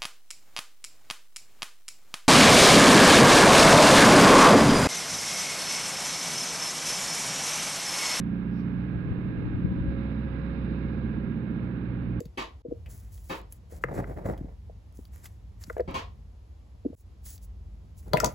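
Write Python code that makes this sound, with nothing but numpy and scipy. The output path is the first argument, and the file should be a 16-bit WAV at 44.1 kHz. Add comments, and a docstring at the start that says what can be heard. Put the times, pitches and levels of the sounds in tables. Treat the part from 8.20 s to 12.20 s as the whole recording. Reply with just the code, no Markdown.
"""A diesel rail maintenance vehicle creeps through a distant crossing at night, engine speed steady.
From the start, firings ring the exhaust pipe, low notes swell and fade between the buildings, and
fans, gears and pumps hiss and whine, mostly from the right. At 0.2-0.4 s it lets off compressed air.
From 0.6 to 1.9 s a light gust buffets the left microphone port. The machinery is loudest near 2.5 s,
in the open crossing, then recedes while the exhaust chugs on."""
import sys
import numpy as np
from scipy import signal
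from scipy.fft import rfft, irfft, next_fast_len
from scipy.io import wavfile
from scipy.ndimage import map_coordinates

SR = 44100
rng = np.random.default_rng(int(sys.argv[2]) if len(sys.argv) > 2 else 0)


def put_to_file(sound):
    """Save the sound as 16-bit audio at rate SR, in the file named by the first command-line argument."""
    columns = np.atleast_2d(sound).T  # one column per channel
    safe = np.clip(columns, -1, 1)
    whole_steps = np.round(safe * 32767)
    wavfile.write(sys.argv[1], SR, whole_steps.astype(np.int16))


N = 176400

# exhaust and street rumble: (frequency [Hz], relative density [dB])
RUMBLE_SPECTRUM = [(12, -45), (28, -16.5), (50, -5), (90, -0.5), (140, -1.5), (220, -1), (300, -6.5),
                   (370, -17.5), (500, -17.5), (650, -29), (1200, -53.5), (3000, -100)]


def amp(db):
    """Decibels to gain."""
    return 10 ** (np.asarray(db) / 20)


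def unit(x):
    """Scale to rms 1."""
    return x / np.sqrt(np.mean(x ** 2) + 1e-20)


def along(points, hz):
    """(Hz, value) points on a log axis."""
    f, v = np.transpose(points)
    return np.interp(np.log(hz + 1), np.log(f + 1), v)


def curves(rows):
    """One value per sample for each column after the time."""
    s, *cols = np.transpose(rows)
    return [np.interp(np.arange(N) / SR, s, c) for c in cols]


def wobble(rate):
    """A smooth random curve, rate knots a second."""
    return map_coordinates(rng.standard_normal(1024), [np.arange(N) * rate / SR], mode="wrap")


def filtered(x, response):
    """x times a complex response of frequency."""
    m = next_fast_len(N + SR // 2)
    return irfft(rfft(x, m) * response(np.fft.rfftfreq(m, 1 / SR)), m)[..., :N]


def noise(spectrum, gate=1):
    """Gated white noise, coloured, at rms 1."""
    return unit(filtered(gate * rng.standard_normal(N), lambda hz: amp(along(spectrum, hz))))


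def note(turns, multiple, fade_db, smear_rad, rate_hz):
    """One exhaust tone; changing reflections bend level and phase."""
    phase = 2 * np.pi * (multiple * turns + rng.random()) + smear_rad * wobble(rate_hz)
    return np.sqrt(2) * amp(fade_db * wobble(rate_hz)) * np.sin(phase)


def exhaust_notes(turns):
    """Strong and weak tones locked to the crank."""
    strong_multiples = [2, 4, 6, 7, 9, 10, 18]  # (frequency [x crank rate])
    strong_levels = [(0, -42, -39, -31.5, -35, -42, -50.5, -60.5),
                     (0.402, -40, -37, -33, -36, -41, -51.5, -60),
                     (.8, -44.5, -35.5, -34.5, -50.5, -47, -43, -68),
                     (1.249, -42, -35.5, -37.5, -46.5, -42.5, -43, -66.5),
                     (1.48, -45.5, -36.5, -32.5, -53, -44, -43.5, -53),
                     (1.62, -33.5, -36.5, -34, -49, -44, -42.5, -55),
                     (1.761, -34, -38, -38.5, -39, -40, -47.5, -47.5),
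                     (1.999, -33.5, -37.5, -49.5, -36.5, -46, -55, -53.5),
                     (2.25, -34, -42, -38, -44.5, -45.5, -49, -50),
                     (2.548, -33.5, -39.5, -37, -40, -44, -52.5, -52),
                     (2.952, -36.5, -36.5, -45, -35, -47, -47, -56.5),
                     (3.298, -42, -37, -36.5, -39, -46, -48.5, -59.5),
                     (3.7, -38.5, -35.5, -39.5, -54.5, -46.5, -48.5, -60.5),
                     (4, -34.5, -31.5, -36, -63, -45.5, -41.5, -54)]  # (time [s], relative level [dB] of each strong multiple)
    weak_notes = [(1, -58), (1.5, -54.5), (3, -57), (3.5, -52.5), (4.5, -45.5), (5, -41), (8, -48),
                  (10.5, -52), (11, -56.5), (12, -57), (13, -59.5), (14, -56)]  # (frequency [x crank rate], relative level [dB])
    strong = sum(amp(db - 1.48) * note(turns, multiple, fade_db=0.25, smear_rad=0.053, rate_hz=3)
                 for multiple, db in zip(strong_multiples, curves(strong_levels)))
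    weak = sum(amp(db - 3.5) * note(turns, multiple, fade_db=2.0, smear_rad=0.63, rate_hz=2.11)
               for multiple, db in weak_notes)
    return strong + weak


def exhaust_puffs(turns):
    """Rumble and roar puff twice a turn; the roar rises once clear of the buildings."""
    rumble_level = [(0, -42.5), (.7, -38.5), (1.5, -38.5), (2.1, -39.5), (2.6, -39), (3.2, -39), (4, -38.5)]  # (time [s], level [dB])
    roar_level = [(0, -58), (.6, -55), (1, -48.5), (1.7, -51.5), (2.3, -52), (2.9, -49), (3.5, -51),
                  (4, -54)]  # (time [s], level [dB])
    roar_spectrum = [(150, -38.5), (280, -11.5), (350, 2), (430, -2), (510, -3), (650, -16), (1200, -47),
                     (3000, -89.5)]  # (frequency [Hz], relative density [dB])
    puffs = amp(1.8 * np.cos(2 * np.pi * 2 * turns) + 2.1 * np.cos(2 * np.pi * turns))
    rumble = amp(curves(rumble_level)[0]) * noise(RUMBLE_SPECTRUM, puffs)
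    roar = amp(curves(roar_level)[0]) * noise(roar_spectrum, puffs)
    return rumble + roar


def exhaust_chug(turns):
    """Uneven firings, two a turn, ring the muffled pipe and echo off walls."""
    cylinders = [(-0.0012, 3.5), (0.077, -1), (.16, 3), (-0.11, -1.5)]  # (lag [firing intervals], strength [dB])
    pipe_modes = [(143, 51.6, -1.5), (213, 95, 0.5), (288, 60, -1.5), (397, 59, -15)]  # (frequency [Hz], width [Hz], gain [dB])
    wall_echoes = [(0.018, -11), (.057, -7.5), (0.12, -9.5)]  # (delay [s], gain [dB])
    chug_level = [(0, -42.5), (.5, -40.5), (1, -43), (1.6, -38), (2.1, -42), (2.6, -37.5), (3.3, -37),
                  (4, -41.5)]  # (time [s], level [dB])
    scatter_db, jitter_s, muffler_hz = 2.5, 0.00032, 492
    firings = np.arange(int(2 * turns[-1]))
    lag, strength_db = np.array(cylinders)[firings % len(cylinders)].T
    late, strong = rng.standard_normal((512, 2))[:len(firings)].T
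    onsets_s = np.interp(firings + lag, 2 * turns, np.arange(N) / SR) + jitter_s * late
    onset_samples = np.clip(onsets_s * SR, 0, N - 1).astype(int)
    pulses = np.bincount(onset_samples, amp(strength_db + scatter_db * strong), N)

    def pipe_and_walls(hz):
        pipe = sum((-1) ** k * amp(db) * 1j * hz * width / (centre ** 2 - hz ** 2 + 1j * hz * width)
                   for k, (centre, width, db) in enumerate(pipe_modes))
        walls = 1 + sum(amp(db) * np.exp(-2j * np.pi * hz * delay_s) for delay_s, db in wall_echoes)
        return pipe * walls

    muffler = signal.butter(4, muffler_hz, fs=SR, output="sos")
    chug = signal.sosfilt(muffler, filtered(pulses, pipe_and_walls))
    return amp(curves(chug_level)[0]) * unit(chug)


def whine(hz, smear_rad, throb_db, throb_hz=5.3):
    """Gear or pump tone: throbs, flutters, wavers in phase."""
    t = np.arange(N) / SR
    level_db = throb_db * np.sin(2 * np.pi * throb_hz * t + 1.6 * wobble(2.6))
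    flutter_db = 1.1 * wobble(7) + 1.1 * wobble(45)
    phase = 2 * np.pi * (hz * t + rng.random()) + smear_rad * wobble(14)
    return unit(amp(level_db + flutter_db) * np.sin(phase))


def machinery(turns):
    """Whines, high hiss and faintly clattering fan rush, loudest mid-crossing."""
    whine_tones = [(985, -70, .5, 1), (1182, -74, .2, 1), (1379, -69, .4, 1), (1569, -71, 2.2, 1),
                   (1631, -61, .3, 1), (2005, -76, 1.4, 2), (2165, -68, .7, 4), (2360, -78, 2, 1),
                   (2444, -76.5, 1.6, 1), (2562, -75.5, .3, 1), (2719, -76, .3, 1), (2758, -80, .4, 1),
                   (2836, -80, .3, 1), (2875, -79.5, .4, 1), (3149, -85, .4, 1), (3623, -85.5, .3, 1),
                   (3741, -81, .3, 1)]  # (frequency [Hz], level [dB], phase waver [rad], throb [dB])
    whine_gain = [(0, -3), (.6, -2), (1.1, 0), (1.8, 1.5), (2.6, 1.5), (3.1, -1.5), (4, -4)]  # (time [s], gain [dB])
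    hiss_level = [(0, -88.5), (1, -79), (1.7, -70.5), (2.1, -72), (2.5, -68.5), (3.1, -77), (4, -89)]  # (time [s], level [dB])
    hiss_spectrum = [(1500, -33.5), (2600, -3.5), (3250, -4), (3750, 4.5), (4150, 1.5), (4400, -18),
                     (4650, -8.5), (5000, -8.5), (5300, -21), (5600, -31.5), (6300, -42), (15000, -57)]  # (frequency [Hz], relative density [dB])
    fan_level = [(0, -57.5), (.5, -56), (1, -55), (1.7, -55.5), (2.5, -54.5), (3, -56), (3.5, -55.5),
                 (4, -57.5)]  # (time [s], relative level [dB])
    fan_spectrum = [(200, -9), (600, -3), (800, 2), (1200, 1.5), (1500, 2.5), (1680, 2.5), (1980, -4.5),
                    (2450, -3.5), (2800, -10.5), (3200, -16.5), (3800, -16.5), (4150, -20), (4450, -29),
                    (5100, -30.5), (5600, -48.5), (6500, -57), (15000, -51.5)]  # (frequency [Hz], relative density [dB])
    clatter = amp(0.32 * np.cos(2 * np.pi * 2 * turns) + 0.76 * wobble(90) + 0.73 * wobble(8.3))
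    whines = sum(amp(db) * whine(hz, smear_rad, throb_db)
                 for hz, db, smear_rad, throb_db in whine_tones)
    hiss = amp(curves(hiss_level)[0] + 1.1 * wobble(11)) * noise(hiss_spectrum)
    fan = amp(curves(fan_level)[0] + 2.5) * noise(fan_spectrum, clatter)
    return fan + hiss + amp(curves(whine_gain)[0]) * whines


def street():
    """Diffuse rumble and wash from the buildings, at one port."""
    wash_spectrum = [(100, 3.5), (500, -5), (750, -5.5), (1200, -10), (1700, -9.5), (2100, -13.5),
                     (3800, -23), (4500, -35.5), (5000, -32), (5500, -46), (6300, -53), (15000, -38.5)]  # (frequency [Hz], relative density [dB])
    rumble = amp(-48.5 + 4.0 * wobble(10)) * noise(RUMBLE_SPECTRUM)
    wash = amp(-56.0 + 0.71 * wobble(20)) * noise(wash_spectrum)
    return rumble + wash


def air_release():
    """Compressed air swells, shuts off and lingers between the buildings."""
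    air_spectrum = [(1500, -27), (3000, -6.5), (4300, -3), (5300, 1), (5800, -8.5), (6700, -24.5),
                    (8300, -32.5), (15000, -20.5)]  # (frequency [Hz], relative density [dB])
    open_s, shut_s, peak_db, echo_db = 0.2, 0.405, -68.5, -15
    rise_db_per_s, fall_db_per_s, echo_db_per_s = 134, 451, 32.5
    t = np.arange(N) / SR
    swell_db = -rise_db_per_s * np.maximum(shut_s - t, 0)
    since_shut_s = np.maximum(t - shut_s, 0)
    jet = amp(swell_db - fall_db_per_s * since_shut_s)
    echo = amp(echo_db + swell_db - echo_db_per_s * since_shut_s)
    return amp(peak_db) * (t > open_s) * np.hypot(jet, echo) * noise(air_spectrum)


def wind_gust(lump_db=1.8, right_db=-32.5):
    """Lumpy buffeting and single thumps, nearly all on the left port."""
    gust_level = [(0, -50.5), (.6, -42), (.8, -44), (.92, -29.5), (1.04, -41), (1.2, -32.5), (1.5, -31.5),
                  (1.66, -33), (1.9, -44.5), (2.4, -46.5), (4, -45)]  # (time [s], level [dB])
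    buffet_spectrum = [(10, -38), (25, -9.5), (50, 9), (120, -1), (200, -8), (300, -4.5), (450, -24),
                       (700, -42), (2000, -83.5)]  # (frequency [Hz], relative density [dB])
    wind_thumps = [(.762, -25, 90, .004), (.862, -23, 125, .004), (.918, -16, 75, .0045),
                   (1.264, -20, 135, .006), (1.349, -18.5, 100, .004), (1.451, -11.5, 130, .003),
                   (1.521, -21.5, 190, .007), (1.612, -22, 105, .004), (1.688, -23, 90, .004)]  # (time [s], level [dB], pitch [Hz], half width [s])
    buffet = amp(curves(gust_level)[0] + lump_db * wobble(22)) * noise(buffet_spectrum)
    for centre_s, db, hz, half_width_s in wind_thumps:
        offset_s = np.arange(N) / SR - centre_s
        envelope = amp(db) * np.exp(-(offset_s / half_width_s) ** 2 / 2)
        buffet -= envelope * np.sin(2 * np.pi * hz * offset_s)
    return np.array([buffet, amp(right_db) * buffet])


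def from_right(x, left_lead_s=0.00018):
    """Mono to stereo; the left port is shaded, most in the treble."""
    port_balance = [(60, -2.5), (110, -3.5), (170, -4.5), (260, -7.5), (500, -5), (700, -13.5),
                    (1100, -21.5), (1800, -24.5), (4700, -26)]  # (frequency [Hz], left minus right [dB])

    def ports(hz):
        ratio = amp(along(port_balance, hz))
        left = ratio * np.exp(2j * np.pi * hz * left_lead_s)
        return np.array([left, np.ones_like(hz)]) * 2 / (1 + ratio)

    return filtered(x, ports)


def scene():
    """Vehicle, street and wind, in stereo."""
    crank_hz, relative_drift = 30.22, 0.00077
    turns = np.cumsum(crank_hz * (1 + relative_drift * wobble(2.99))) / SR
    exhaust = exhaust_notes(turns) + exhaust_puffs(turns) + exhaust_chug(turns)
    vehicle = exhaust + machinery(turns) + air_release()
    return from_right(vehicle) + np.array([street(), street()]) + wind_gust()


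def record(dry):
    """Brick-wall low-pass."""
    top_hz = 15700
    return filtered(dry, lambda hz: hz < top_hz)


dry = scene()
out = record(dry)
put_to_file(out)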